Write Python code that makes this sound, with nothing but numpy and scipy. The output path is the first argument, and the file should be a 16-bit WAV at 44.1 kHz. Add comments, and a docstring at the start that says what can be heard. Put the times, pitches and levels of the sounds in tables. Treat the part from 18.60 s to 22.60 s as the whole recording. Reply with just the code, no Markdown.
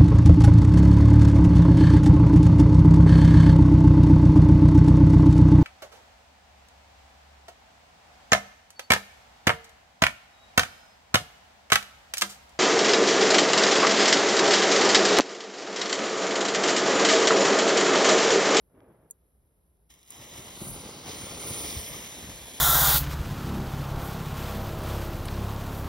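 """A soft puff, then a sharp tick: a smoke mixture burns in crumpled foil, close by on stone paving.
It catches with a sputter, then the gas rushes out as a jet: a low roar, a broad hiss and a bright
sizzle when it flares. The hot foil rings briefly at each tick, and the paving gives short echoes that
slide as the microphone draws away. Underneath lie a low outdoor rumble, thin microphone hiss,
faint wind and a few buffets of air."""
import sys
import numpy as np
from scipy import signal
from scipy.fft import rfft, irfft
from scipy.io import wavfile
from scipy.ndimage import map_coordinates

SR = 44100
rng = np.random.default_rng(int(sys.argv[2]) if len(sys.argv) > 2 else 0)


def dump_mix(stems):
    """Bounce the given channels to the path in sys.argv[1] as a 16-bit WAV at rate SR."""
    frames = np.atleast_2d(stems).T  # one column per channel
    limited = np.clip(frames, -1, 1)  # hard clip at full scale
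    pcm = np.round(limited * 32767).astype(np.int16)
    wavfile.write(sys.argv[1], SR, pcm)


N = 176400
T = np.arange(N) / SR
HZ = np.arange(N // 2 + 1) * SR / N


def from_db(db):
    """Decibels to gain."""
    return 10 ** (np.asarray(db) / 20)


def rms_one(x):
    """Scale to rms 1."""
    return x / np.sqrt(np.mean(x ** 2) + 1e-20)


def automation(rows):
    """One curve for each column after the time, sample by sample."""
    times, *columns = np.transpose(rows)
    return [np.interp(T, times, column) for column in columns]


def butter(x, order, hz, kind):
    """Butterworth low-, high- or band-pass."""
    return signal.sosfilt(signal.butter(order, hz, kind, fs=SR, output="sos"), x)


def eq_curve(points):
    """Gain at every frequency, rolling off 18 dB an octave beyond the end points."""
    hz, db = np.transpose(points)
    octaves = np.log2(HZ + 1e-3)
    outside = np.abs(octaves - np.clip(octaves, np.log2(hz[0]), np.log2(hz[-1])))
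    return from_db(np.interp(octaves, np.log2(hz), db) - 18 * outside)


def drift(rate_hz):
    """A smooth random modulator of rms 1: noise low-passed at the rate."""
    step = 40   # samples per control point
    pole = np.exp(-2 * np.pi * rate_hz * step / SR)
    noise = rng.standard_normal(N // step + 2002)
    slow = signal.lfilter([1], [1, -2 * pole, pole * pole], noise)[2000:]
    return np.interp(np.arange(N) / step, np.arange(len(slow)), rms_one(slow))


def turbulence(spectrum, width, flutter_db, patchy_db, rate_hz):
    """Stereo noise of rms 1 whose bands waver together (flutter) and on their own (patchy)."""
    mid, side = rfft(rng.standard_normal((2, N)))
    spread = eq_curve(width)
    bins = (mid + spread * side * [[1], [-1]]) / np.sqrt(1 + spread ** 2) * eq_curve(spectrum)
    edges_hz = [0, 150, 400, 900, 1800, 3500, 6000, 9000, 12000, SR]
    together, out = flutter_db * drift(rate_hz), 0
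    for low, high in zip(edges_hz, edges_hz[1:]):
        band = irfft(bins * ((HZ >= low) & (HZ < high)), N)
        out = out + band * from_db(together + patchy_db * drift(rate_hz))
    return rms_one(out)


# tone of the background bed, rumble and microphone hiss: (frequency [Hz], level [dB])
BED_EQ = [(25, -36), (40, -4), (60, 8), (100, -9.5), (160, -7), (300, -20.5), (600, -21.5), (1200, -28.5),
          (2000, -36), (4000, -38), (6000, -45), (8300, -44), (9500, -29.5), (11300, -21.5), (13500, -34),
          (15500, -46)]
# its stereo width: (frequency [Hz], side against mid [dB])
BED_WIDTH = [(50, -29), (250, -3), (800, 13), (3500, -5), (7000, -13), (14000, -13)]


def background():
    """A quiet bed: low outdoor rumble plus thin, high microphone hiss."""
    return from_db(-67.5) * turbulence(BED_EQ, BED_WIDTH, flutter_db=-0.1, patchy_db=1.0, rate_hz=26)


# tone of the wind: (frequency [Hz], level [dB])
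WIND_EQ = [(22, -23), (45, 4), (80, -6.5), (130, -1.5), (220, -13), (450, -31)]
# its stereo width: (frequency [Hz], side against mid [dB])
WIND_WIDTH = [(30, -8), (300, -6.5)]
# its gusts: (time [s], level [dB])
WIND_LEVEL = [(1.45, -82), (1.95, -74), (2.04, -56), (2.12, -45.5), (2.25, -73), (2.7, -84), (3.1, -60),
              (3.35, -49.5), (3.52, -64), (3.65, -48.5), (4.0, -64)]


def wind():
    """Faint wind rumbles on the microphone."""
    db, = automation(WIND_LEVEL)
    return from_db(db) * turbulence(WIND_EQ, WIND_WIDTH, flutter_db=0.5, patchy_db=3.5, rate_hz=12.5)


# low bumps of air: (start [s], level [dB], pitch [Hz], attack [s])
BUFFETS = [(1.591, -48.5, 115, 0.01), (1.781, -40.5, 150, 0.0064), (2.016, -25, 200.1, 0.0035),
           (2.054, -40.5, 123.8, 0.034), (2.905, -32, 140.2, 0.006), (3.159, -29.5, 69.84, 0.017),
           (3.616, -39.5, 71.8, 0.021), (3.683, -44, 150, .0057)]


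def buffets():
    """Lumps of air hit the microphone: a wavering low tone and a dull rush swell and die together."""
    out = np.zeros(N)
    for start, db, hz, attack in BUFFETS:
        age = np.maximum(T - start, 0) / attack
        swell = age ** 2 * np.exp(2 * (1 - age))
        pitch_hz = hz * np.exp(0.1167 * drift(61.3))
        tone = np.sin(2 * np.pi * np.cumsum(pitch_hz) / SR)
        rush = rms_one(butter(rng.standard_normal(N), 2, [hz * 0.5, hz * 1.78], "band"))
        out += from_db(db) * swell * (tone + from_db(-10) * rush)
    return out


# tone of the opening puff: (frequency [Hz], level [dB])
PUFF_EQ = [(100, 1.5), (200, -3), (400, 0.5), (700, -7), (1200, -15), (2000, -24), (3300, -33), (5000, -60)]
# its envelope: (time [s], level [dB])
PUFF_LEVEL = [(0.02, -77.5), (0.14, -64), (0.151, -56.5), (0.31, -56.5), (0.39, -63), (0.46, -61.5),
              (0.54, -75.5)]
# stereo spread of the puff and jet noise, narrowing to mono near 7.5 kHz:
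# (frequency [Hz], side against mid [dB])
NOISE_WIDTH = [(40, -46), (200, -22), (1200, -9.5), (2000, -15), (2600, -2.5), (3500, -5), (5000, -11),
               (7500, -46), (15000, -8)]


def puff():
    """A soft, dull puff of flame and smoke before the jet."""
    db, = automation(PUFF_LEVEL)
    return from_db(db) * turbulence(PUFF_EQ, NOISE_WIDTH, flutter_db=0.9, patchy_db=0.7, rate_hz=58)


# spits of the mixture: (start [s], level before the filter [dB], low cut [Hz], high cut [Hz])
SPITS = [(0.2045, -46, 1300, 3300), (1.3905, -49, 4000, 13000), (1.43, -45.5, 3200, 13000),
         (1.4345, -50, 4000, 13000), (1.4768, -44, 4000, 13000)]


def spits(decay_s=0.0014):
    """Each spit is a very short burst of gas, dull or bright."""
    out = 0
    for start, db, low_hz, high_hz in SPITS:
        envelope = from_db(db) * (T >= start) * np.exp(-np.abs(T - start) / decay_s)
        burst = envelope * rng.standard_normal(N)
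        out = out + butter(burst + 1e-18, 2, [low_hz, high_hz], "band")
    return out


# sharp ticks of the foil: (start [s], gain [dB])
TICKS = [(0.5015, -63), (0.5094, -34.5), (1.505, -36.5)]
# the foil's ringing modes: (frequency [Hz], level [dB], time to fall 60 dB [s])
FOIL_MODES = [(4750, -34, .02), (6810, -5.5, 0.034), (8430, -0.5, 0.024), (9330, -5, 0.017),
              (10160, 0, 0.012), (10700, -4.5, 0.014), (12400, 0.5, 0.019), (13750, -2, .012)]


def foil_ticks(burst_decay_s=0.0011):
    """The hot foil ticks: a bright snap, a faint thud and a short, high ring."""
    out, t = np.zeros(N + SR), T[:SR // 10]
    for start, db in TICKS:
        ring = 0
        for hz, mode_db, t60 in FOIL_MODES:
            gain = from_db(mode_db + rng.normal(0, 1)) * rng.choice([-1, 1])
            ring = ring + gain * np.sin(2 * np.pi * hz * t) * from_db(-60 * t / t60)
        burst = rng.standard_normal(len(t)) * np.exp(-t / burst_decay_s)
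        snap = from_db(-5.5) * butter(burst, 4, 8300, "high")
        thud = from_db(-29.5) * butter(burst, 2, 3500, "low")
        i = int(start * SR)
        out[i:i + len(t)] += from_db(db) * (ring + snap + thud)
    return out[:N]


def delayed(x, ms):
    """Both channels through a sliding delay."""
    return np.array([map_coordinates(channel, [(T - ms / 1000) * SR], order=3) for channel in x])


def notch(x, hz, depth_db, width_hz, block=256):
    """A swept notch, stepped block by block; a negative depth boosts."""
    out, state = np.zeros_like(x), np.zeros((2, 2))
    damping = np.pi * width_hz / SR
    for i in range(0, N, block):
        tuning = -2 * np.cos(2 * np.pi * hz[i] / SR)
        floor = damping * from_db(-depth_db[i])
        b, a = [1 + floor, tuning, 1 - floor], [1 + damping, tuning, 1 - damping]
        out[:, i:i + block], state = signal.lfilter(b, a, x[:, i:i + block], zi=state)
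    return out


# first echo off the paving, shifting as flame and microphone move: (time [s], delay [ms])
NEAR_ECHO = [(1.7, 0.3), (2.1, 0.28), (2.45, .319), (2.9, 0.31), (3.25, 0.343), (3.6, 0.29)]
# a later echo, sliding as the microphone draws away: (time [s], delay [ms], gain [ratio])
FAR_ECHO = [(2.5, 1.03, 0.19), (2.9, 0.78, 0.084), (3.45, 1.04, 0.12), (4.0, 1.22, .16)]
# notches where direct sound and echoes cancel:
# (time [s], low notch [Hz], depth [dB], mid notch [Hz], depth [dB], high notch [Hz], depth [dB])
NOTCHES = [(1.6, 1570, 6.5, 4430, 16, 10000, 9), (1.9, 1640, 7, 4600, 6, 11100, 5),
           (2.1, 1790, 19, 5500, 2.5, 10900, 5.5), (2.33, 1770, 10, 4500, -3, 11600, 8),
           (2.67, 1680, 4, 4300, 1, 11700, 11), (2.87, 1690, 15, 5250, 1, 11500, 4),
           (3.1, 1490, 10.5, 4700, -1, 11400, 9), (3.44, 1480, 3, 4530, 7, 10000, 1),
           (4.0, 1410, 6, 4730, 4, 10900, -2)]
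# their widths: (low [Hz], mid [Hz], high [Hz])
NOTCH_WIDTHS = [580, 1170, 1100]


def paving(x):
    """Bounces off the stone phase the sound: two short, sliding echoes and three moving notches."""
    near_ms, = automation(NEAR_ECHO)
    far_ms, far_gain = automation(FAR_ECHO)
    x = x + 0.2 * delayed(x, near_ms) + far_gain * delayed(x, far_ms)
    sweeps = automation(NOTCHES)
    for hz, depth_db, width_hz in zip(sweeps[::2], sweeps[1::2], NOTCH_WIDTHS):
        x = notch(x, hz, depth_db, width_hz)
    return x


# tone of the crackle: (frequency [Hz], level [dB])
CRACKLE_EQ = [(1200, -2), (3400, -1), (9500, 0), (15000, -7)]


def crackle(per_second, spread_db):
    """Tiny bursts of burning grains, of very uneven size; rms 1."""
    sizes = from_db(spread_db * np.minimum(rng.exponential(1, N), 4)) * rng.choice([-1, 1], N)
    clicks = sizes * (rng.random(N) < per_second / SR)
    return rms_one(irfft(rfft(clicks) * eq_curve(CRACKLE_EQ), N))


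# fader moves of the jet, ahead of its trims: (time [s], roar [dB], hiss [dB], sizzle [dB])
JET_FADERS = [(1.285, -95, -92, -99), (1.305, -68.5, -55, -64), (1.36, -68.5, -64, -86),
              (1.455, -74, -65, -73), (1.53, -56.5, -50.5, -59), (1.61, -51.5, -49, -64),
              (1.7, -53.5, -48.5, -67), (1.78, -45, -44, -53), (1.84, -50.5, -47.5, -61.5),
              (1.91, -47, -46.5, -61), (1.98, -49.5, -47, -52.5), (2.04, -43.5, -46.5, -41.5),
              (2.1, -45, -52, -40), (2.17, -44, -48, -48), (2.28, -45, -46.5, -54.5),
              (2.43, -48.5, -49.5, -62), (2.48, -40.5, -41.5, -60), (2.58, -44, -43, -48.5),
              (2.78, -42.5, -43.5, -49.5), (2.88, -41, -41, -38), (3.1, -42, -39, -40),
              (3.26, -46.5, -42, -44.5), (3.39, -44.5, -41.5, -54), (3.52, -50.5, -44, -62),
              (3.7, -45.5, -44.5, -59), (3.78, -50.5, -46.5, -66), (4.0, -50, -45.5, -53.5)]
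# tones of the low roar, broad hiss and bright sizzle: (frequency [Hz], level [dB])
ROAR_EQ = [(25, -25), (60, 0), (120, -1), (250, -1.5), (500, -1), (800, -6), (1200, -7.5), (1600, -7.5),
           (3000, -15)]
HISS_EQ = [(600, -6.5), (1300, -4), (2150, 2), (2720, -3), (3050, 2), (3600, 1.5), (4500, 1), (5200, 1.5),
           (8000, -0.5), (10000, -7), (12200, 0), (13300, -9), (15500, -11.5)]
SIZZLE_EQ = [(4000, -18), (7000, -4), (8400, -1), (9500, 3), (11300, -0.5), (12600, -4.5), (14200, -3),
             (15700, -10.5)]


def jet(sputter_end_s=1.53, roar_trim_db=-1.5, output_trim_db=1.23):
    """Gas rushes from the burning mixture over the paving, crackling most while it catches."""
    roar_db, hiss_db, sizzle_db = automation(JET_FADERS)
    roar = turbulence(ROAR_EQ, NOISE_WIDTH, flutter_db=1.8, patchy_db=1.3, rate_hz=95)
    hiss = turbulence(HISS_EQ, NOISE_WIDTH, flutter_db=0.84, patchy_db=0.82, rate_hz=51)
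    grains_db = np.where(T < sputter_end_s, -2.5, -19.5)   # against the hiss
    grains = from_db(grains_db) * crackle(per_second=650, spread_db=5.5)
    sizzle = turbulence(SIZZLE_EQ, NOISE_WIDTH, flutter_db=0.2, patchy_db=2.06, rate_hz=25)
    flame = (from_db(roar_db + roar_trim_db) * roar
             + from_db(hiss_db) * (hiss + grains)
             + from_db(sizzle_db) * sizzle)
    return from_db(output_trim_db) * paving(flame)


def scene():
    """The mixture burns in its foil over a quiet background and faint wind."""
    return background() + wind() + jet() + puff() + spits() + foil_ticks() + buffets()


# phase between the two microphone ports: (frequency [Hz], lead of the left channel [rad])
PORT_PHASE = [(0, 0), (300, -.15), (700, -.65), (1100, -.35), (1950, -.15), (2350, -.8), (2700, -3.1),
              (3100, -4.4), (3900, -5.6), (5100, -6.25), (5600, -5.9), (6500, -3.7), (7000, -3.16),
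              (8000, -3.1), (8600, -1.9), (9800, -.05), (11000, .05), (12000, 1.6), (12900, 3.1),
              (14200, 3.2), (15000, 4.4), (15600, 6.1)]


def record(dry, cutoff_hz=15900):
    """The two ports shift the phase between the channels; a steep low-pass cuts the top."""
    hz = np.arange(N + 1) * SR / (2 * N)
    phase = np.interp(hz, *np.transpose(PORT_PHASE))
    shift = np.exp(0.5j * phase * [[1], [-1]])   # half to each channel, in opposite directions
    stereo = irfft(rfft(dry, 2 * N) * shift, 2 * N)[:, :N]
    return signal.sosfilt(signal.ellip(12, 0.1, 80, cutoff_hz, fs=SR, output="sos"), stereo)


dry = scene()
out = record(dry)
dump_mix(out)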